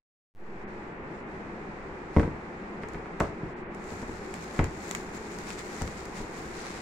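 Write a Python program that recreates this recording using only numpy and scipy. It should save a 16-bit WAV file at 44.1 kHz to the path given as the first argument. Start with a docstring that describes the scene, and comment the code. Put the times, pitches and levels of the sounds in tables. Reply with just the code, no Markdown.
"""In a small room with a steady rush of air, as from a fan, a cardboard shoe box is opened on a table.
The lid scrapes, knocks loose and flops down, and a shoe bumps the box: each blow puffs out air, rings
the panels and slaps card on card. The shoe's thin plastic bag is pulled off tug by tug, fizzing as it
slides, crackling as it creases and snapping as folds flip over. Two unlike microphones, a hand apart,
hear it all from close by, and the sound fades in at the start."""
import sys
import numpy as np
from scipy import signal
from scipy.fft import rfft, irfft
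from scipy.io import wavfile

SR = 44100
rng = np.random.default_rng(int(sys.argv[2]) if len(sys.argv) > 2 else 0)


def digitize_waveform(pressure):
    """Quantize a signal to 16-bit integers and store it at the path in sys.argv[1].

    Rows of a 2-D input are taken as channels; values are limited to [-1, 1].
    """
    field = np.atleast_2d(pressure).T
    bounded = np.clip(field, -1, 1)
    quanta = np.round(bounded * 32767).astype(np.int16)
    wavfile.write(sys.argv[1], SR, quanta)


N = 300497

# tone of the rushing air: (frequency [Hz], level [dB])
AIR_TONE = [(20, -4.5), (65, -6), (115, -11), (175, -2.5), (220, -1), (260, -8.5), (360, -0.5),
            (600, -11.5), (800, -9), (1300, -13.5), (1950, -14.5), (2450, -20), (3100, -34), (6000, -54.5)]
# tone of the faint background hiss: (frequency [Hz], level [dB])
HISS_TONE = [(1500, -75), (3000, 4), (4200, 4.5), (6000, 0.5), (7500, 0.5), (9000, -10), (11000, -15),
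             (16000, -46)]
# moments when the background hiss drops out: (time [s], depth [dB], half width [s])
HISS_DROPOUTS = [(.66, 26, 0.013), (.99, 7.5, 0.091), (1.25, 9, 0.03), (3.55, 16, 0.015), (3.67, 22, 0.039)]
# the lid comes off, is laid back and drops: (peak time [s], length [s], level [dB])
LID_SCRAPES = [(2.105, .035, -70), (2.188, 0.08, -51), (2.828, .02, -57), (2.94, 0.068, -62),
               (3.24, 0.059, -53.5)]
# tone of sliding card or plastic: (frequency [Hz], level [dB])
SLIDE_TONE = [(300, -11), (1000, 4.5), (2200, 3), (3100, -4.5), (4200, -1.5), (5800, -3.5), (7500, -6),
              (9000, -11), (11000, -19), (13000, -32), (16000, -26)]
# blows on the box; the last two columns are compared with the first strike: (time [s], puff [dB],
# puff pitch [Hz], ring [dB], slap before its gain [dB], brightness [Hz], flat landing [dB], rebound [dB])
BOX_KNOCKS = [(2.165, -10.5, 230, -27, -16.5, 1070, 5.5, -2.5), (2.197, -16, 200, -43, -20, 1640, -22, -26),
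              (2.231, -22, 90, -31.5, -24, 1450, -3, -18), (2.278, -17, 150, -36, -34, 606, -12, -17),
              (2.835, -35.5, 110, -38.5, -27, 1700, -3.5, -30),
              (2.946, -31, 120, -42, -29.5, 1740, -1.5, -20), (3.059, -55, 120, -52, -28.5, 1150, -19, -24),
              (3.2036, -43, 330, -62, -30, 7000, -16, -32),
              (3.2049, -11.5, 298, -34.5, -11.5, 1240, -0.5, -14),
              (3.433, -20.5, 170, -54, -51, 385, -3.5, -22), (3.914, -49, 130, -39.5, -34, 700, 0, -18),
              (4.027, -33, 94, -37, -35, 900, -7, -26), (4.092, -37, 130, -33, -43, 1000, -9, -23),
              (4.592, -10, 124, -27.5, -14.5, 1840, -2.5, -9.5),
              (5.815, -24.5, 130, -42, -25, 690, 3.5, -6.5), (6.204, -31, 79, -38, -39, 930, -0.5, -22)]
# notes at which the box's panels ring: (frequency [Hz], level [dB])
PANEL_NOTES = [(80, -19.5), (95, 0.5), (150, -38.5), (236, -0.5), (275, 1.5), (325, -27.5), (452, 4.5),
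               (560, -16), (655, -41), (790, -56), (940, -2), (1320, -24), (1980, -1)]
# tone of card slapping on card: (frequency [Hz], level [dB])
SLAP_TONE = [(30, -22), (100, -8), (400, 0), (900, 1), (1500, 0), (2100, 0), (3000, -4), (5000, -4),
             (7500, -1), (10000, -10), (16000, -22)]
# how fast a slap dies: (frequency [Hz], time to fall 60 dB [s])
SLAP_DECAY = [(200, .07), (1000, .06), (3000, .05), (12000, .05)]
# sharp snaps of the plastic: (time [s], tick [dB], pop [dB])
BAG_SNAPS = [(2.8867, -39, -56), (2.9345, -40.5, -52), (3.201, -30, -25), (3.7475, -39.5, -63),
             (3.8416, -43, -58), (4.3403, -28.5, -26), (4.642, -25, -26), (4.9113, -20, -19),
             (4.929, -47, -44), (4.9497, -21.5, -17.5), (5.3868, -30.5, -37), (5.504, -33, -25),
             (5.592, -30, -32), (5.8194, -27, -23), (5.877, -35, -26.5), (6.0543, -33, -44)]
# tone of a snap's bright tick, and of its hollow pop: (frequency [Hz], level [dB])
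TICK_TONE = [(500, -22), (2200, -5), (3200, -9), (5500, -4), (7400, 4), (9000, -8), (12000, -16),
             (16000, -17)]
POP_TONE = [(150, -14), (600, -6), (1000, 0), (2300, 0), (3300, -9), (8000, -20), (16000, -42)]
# tugs at the bag: (peak time [s], length [s], sliding before boost [dB], creasing before boost [dB])
BAG_TUGS = [(3.936, 0.17, -57.5, -69.5), (4.424, 0.12, -54, -72), (4.556, 0.064, -53, -67.5),
            (4.88, 0.16, -52, -64), (5.154, .032, -52.5, -65), (5.382, 0.29, -54.5, -69),
            (5.494, 0.068, -48, -64), (5.592, 0.03, -46.5, -64), (5.767, 0.27, -51, -65.5),
            (6.178, 0.068, -48, -66), (6.4, 0.18, -53.5, -69.5), (6.623, 0.13, -47, -70),
            (6.718, .13, -48.5, -76)]
# tone of creasing plastic: (frequency [Hz], level [dB])
CREASE_TONE = [(500, 7), (2200, 14), (3200, -9.5), (5500, 2), (7300, 11), (9000, -4.5), (12000, -8),
               (16000, -11)]
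# how fast the room's echo dies: (frequency [Hz], time to fall 60 dB [s])
ROOM_DECAY = [(60, .28), (250, .33), (1000, .3), (4000, .3), (14000, .2)]
# how the two microphones differ: (frequency [Hz], left minus right [dB])
MIC_BALANCE = [(60, 1.54), (1000, 0.4), (2400, -1), (3200, 2), (4200, 7.5), (6000, 10), (7300, 12),
               (8600, 1), (10000, -8), (12000, -7.5), (15500, -6)]

FREQS = np.fft.rfftfreq(4096, 1 / SR)  # where filter gains are set, in Hz
TIME = np.arange(N) / SR


def amp(db):
    """Turns decibels into a gain."""
    return 10 ** (np.asarray(db) / 20)


def unit(x):
    """Scales a signal to an average (rms) strength of 1."""
    return x / np.sqrt(np.mean(x ** 2) + 1e-20)


def read(table, hz=FREQS):
    """Reads between a table's rows along a logarithmic frequency axis."""
    row_hz, values = np.transpose(table)
    return np.interp(np.log(hz + 1), np.log(row_hz + 1), values)


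def add(mix, start_s, sound):
    """Mixes a sound in at the given time."""
    part = mix[:, round(start_s * SR):][:, :sound.shape[-1]]
    part += sound[..., :part.shape[1]]


def colour(x, db):
    """Shapes the tone with a gain at each of FREQS; nothing rings ahead of the sound."""
    log_gain = np.log(amp(np.concatenate([db, db[-2:0:-1]])))
    taps = np.fft.ifft(np.exp(np.conj(signal.hilbert(log_gain)))).real
    return signal.oaconvolve(x, taps[None], axes=1)[:, :x.shape[1]]


def diffuse(size, mic_gap_m=0.13):
    """Noise from all sides: the two microphones agree only on long waves."""
    a, b = rfft(rng.standard_normal((2, size)))
    alike = np.sinc(2 * np.fft.rfftfreq(size, 1 / SR) * mic_gap_m / 343)
    mid, side = a * np.sqrt((1 + alike) / 2), b * np.sqrt((1 - alike) / 2)
    return irfft([mid + side, mid - side], size)


def dying_noise(decay, size):
    """Noise from all sides in which each frequency band dies at its own speed."""
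    hz, t, bands = signal.stft(diffuse(size), SR, nperseg=128)
    fall = amp(-60 * t / read(decay, hz)[:, None])
    return signal.istft(bands * fall, SR)[1][:, :size]


def stroke(peak_s, length_s, rise_share=0.59):
    """A hand movement gathers speed, then eases off more slowly."""
    late = TIME - peak_s
    width_s = length_s * np.where(late < 0, rise_share, 1)
    return np.exp(-np.minimum((late / width_s) ** 2, 20))


def grains(per_s, spread_db):
    """Tiny clicks at random moments, mostly small, each reaching the two microphones differently."""
    sizes = amp(spread_db * np.minimum(rng.exponential(1, N), 3.5))
    happens = rng.random(N) < per_s / SR
    return sizes * happens * rng.standard_normal((2, N))


def air(level_db=-39.5, cutoff_hz=6000):
    """Moving air makes a dull rush."""
    treble_cut_db = 10 * np.log10(1 + (FREQS / cutoff_hz) ** 4)
    return amp(level_db) * unit(colour(diffuse(N), read(AIR_TONE) - treble_cut_db))


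def background_hiss(level_db=-66):
    """A faint, high hiss briefly drops out a few times."""
    drop_db = sum(depth * np.exp(-((TIME - s) / width) ** 2) for s, depth, width in HISS_DROPOUTS)
    return amp(level_db - drop_db) * unit(colour(diffuse(N), read(HISS_TONE)))


def lid_scrapes():
    """Card rubs on card with a fine, even grain."""
    level = sum(amp(db) * stroke(s, length_s) for s, length_s, db in LID_SCRAPES)
    fibres = grains(per_s=7000, spread_db=2)
    return level * unit(colour(fibres, read(SLIDE_TONE)))


def contacts(landing_s=0.0052, rebound_s=0.019, dulling=0.46):
    """In each blow an edge strikes, the face lands flat, and the loose card swings back twice."""
    for s, puff_db, puff_hz, ring_db, slap_db, bright_hz, flat_db, rebound_db in BOX_KNOCKS:
        yield s, puff_db, puff_hz, ring_db, slap_db, bright_hz
        # the later contacts are lower and duller, with a larger share of ring
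        yield (s + landing_s, puff_db + flat_db, puff_hz * 0.48,
               ring_db + flat_db + 3.5, slap_db + flat_db, bright_hz * dulling)
        for bounce in (1, 2):
            yield (s + bounce * rebound_s, puff_db + rebound_db, puff_hz * 0.64,
                   ring_db + rebound_db + 5, slap_db + rebound_db - 7, bright_hz * dulling)


def panel_ring(t, quality=10, bend_s=0.0013):
    """Card soaks up motion, so every panel note dies after about the same number of swings."""
    detunes = 1 + 0.016 * rng.standard_normal(len(PANEL_NOTES))  # the grip shifts the notes
    ring = np.zeros(len(t))
    for (hz, db), detune in zip(PANEL_NOTES, detunes):
        ring -= amp(db) * np.exp(-np.pi * hz * t / quality) * np.sin(2 * np.pi * hz * detune * t)
    return ring * (1 - np.exp(-t / bend_s))  # soft card takes a moment to bend


def card_slap(t, bright_hz, gain=7, damping=0.46, clatter_db=-2):
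    """Card hits card with a click and a short clatter; the struck spot gives like a damped spring."""
    clatter = dying_noise(SLAP_DECAY, len(t))
    click = t == 0
    contact = amp(clatter_db) * clatter / np.linalg.norm(clatter[0]) - click
    ratio = FREQS / bright_hz
    spring_db = -10 * np.log10((1 - ratio ** 2) ** 2 + (damping * ratio) ** 2)
    slap = colour(contact, read(SLAP_TONE) + spring_db)
    return gain * slap / np.linalg.norm(slap)


def box_knocks():
    """Each contact pushes out a puff of air, rings the panels and slaps card on card."""
    out, t = np.zeros((2, N)), np.arange(13312) / SR
    for s, puff_db, puff_hz, ring_db, slap_db, bright_hz in contacts():
        swing = 2 * np.pi * np.sqrt(3) * puff_hz * t
        puff = swing ** 2 * (swing - 3) * np.exp(-swing)  # the wall moves and comes back
        ring = panel_ring(t)
        slap = card_slap(t, bright_hz)
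        add(out, s, amp(puff_db) * puff + amp(ring_db) * ring + amp(slap_db) * slap)
    return out


def burst(tone, decay_s, flutter_gain=0.79, size=2048):
    """One click and the brief, dying flutter after it, shaped to the given tone."""
    fall = np.exp(-np.arange(size) / SR / decay_s)
    click = np.arange(size) == 0
    flutter = flutter_gain * rng.standard_normal((2, size)) * fall
    strength = np.sqrt(np.mean(fall ** 2)) / 2
    return strength * unit(colour(2 * click + flutter, read(tone)))


def bag_snaps():
    """A fold flips over: a bright tick, and a hollow pop from the sheet around it."""
    out = np.zeros((2, N))
    for s, tick_db, pop_db in BAG_SNAPS:
        add(out, s, amp(tick_db) * burst(TICK_TONE, decay_s=0.0014))
        add(out, s, amp(pop_db) * burst(POP_TONE, decay_s=0.0018))
    return out


def catching(per_s=45):
    """The plastic catches and lets go in fits: a gain that wobbles by about 1 dB."""
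    moments = np.arange(0, N / SR + 1, 1 / per_s)
    wobble_db = unit(np.interp(TIME, moments, rng.standard_normal(len(moments))))
    return amp(wobble_db)


def creases(patch_count=9, cycles=3):
    """Flat patches of crumpled plastic, each of its own size, ring for a few cycles when they flip."""
    out, t = np.zeros((2, N)), np.arange(512) / SR
    flips = grains(per_s=12000, spread_db=2.5)
    patch = rng.integers(0, patch_count, N)
    for k, hz in enumerate(np.geomspace(2000, 15000, patch_count)):
        ping = hz * np.sin(2 * np.pi * hz * t) * np.exp(-2 * hz * t / cycles)
        out += signal.oaconvolve(flips * (patch == k), ping[None], axes=1)[:, :N]
    return out


def bag_rustle(slide_boost_db=3, crease_boost_db=16, grip_s=3.735, grip_rise_s=0.33, settle_s=0.03):
    """Plastic fizzes as it slides over leather and crackles as it creases; both swell with each tug."""
    grip = np.clip((TIME - grip_s) / grip_rise_s, 0, 1)  # once gripped, the bag never quite rests
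    slide_power, crease_power = grip * amp(-57.5) ** 2, grip * amp(-76) ** 2
    for s, length_s, slide_db, crease_db in BAG_TUGS:
        speed = stroke(s, length_s)
        slide_power += (amp(slide_db) * speed) ** 2
        crease_power += (amp(crease_db) * speed) ** 2
    # after each snap the plastic rustles on softly for a moment
    kicks = np.zeros(N)
    for s, tick_db, _ in BAG_SNAPS:
        kicks[round(s * SR)] = amp(tick_db)
    settling = signal.lfilter([1], [1, -np.exp(-1 / (settle_s * SR))], kicks)
    slide_power += (amp(-26.5) * settling) ** 2
    crease_power += (amp(-39) * settling) ** 2
    fits = catching()
    rubbing = grains(per_s=7000, spread_db=3)
    fizz = unit(colour(rubbing, read(SLIDE_TONE))) * np.sqrt(slide_power)
    crackle = unit(colour(creases(), read(CREASE_TONE))) * np.sqrt(crease_power)
    return fits * (amp(slide_boost_db) * fizz + amp(crease_boost_db) * crackle)


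def room(x, echo_db, gap_s=0.0075):
    """After a tiny gap, the small room answers with a short, blurred echo."""
    tail = dying_noise(ROOM_DECAY, size=24576)
    tail *= np.clip(TIME[:tail.shape[1]] / gap_s - 1, 0, 1)
    echo = signal.fftconvolve(x, tail / np.linalg.norm(tail[0]), axes=1)[:, :N]
    return x + amp(echo_db) * echo


def scene():
    """Box and bag over the moving air and a faint hiss; the knocks and snaps echo in the room."""
    knocks = room(box_knocks(), echo_db=-7.5)
    snaps = room(bag_snaps(), echo_db=-23)
    return knocks + snaps + lid_scrapes() + bag_rustle() + air() + background_hiss()


def record(dry, offset=0.066, fade_start_s=0.3395, fade_s=0.19, muted_db=-71.5, top_hz=15850):
    """The microphones differ mostly in the treble; the level fades in; the highest treble is cut."""
    balance_db = read(MIC_BALANCE)
    mean_db = 10 * np.log10((amp(balance_db) + amp(-balance_db)) / 2)
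    left = colour(dry[:1], balance_db / 2 - mean_db)
    right = colour(dry[1:], -balance_db / 2 - mean_db)
    stepped_time = np.floor(TIME * 100) / 100  # the gain moves every 10 ms
    fade_in = 1 - np.exp(-np.maximum(stepped_time - fade_start_s, 0) / fade_s)
    # the rising gain lifts a small steady offset into a soft low bump, which then drains away
    faded = (np.vstack([left, right]) + offset) * (amp(muted_db) + fade_in)
    drained = signal.lfilter(*signal.butter(1, 3, "highpass", fs=SR), faded)
    treble_cut = signal.firwin(511, top_hz, window=("kaiser", 9), fs=SR)
    return signal.oaconvolve(drained, treble_cut[None], "same")


dry = scene()
out = record(dry)
digitize_waveform(out)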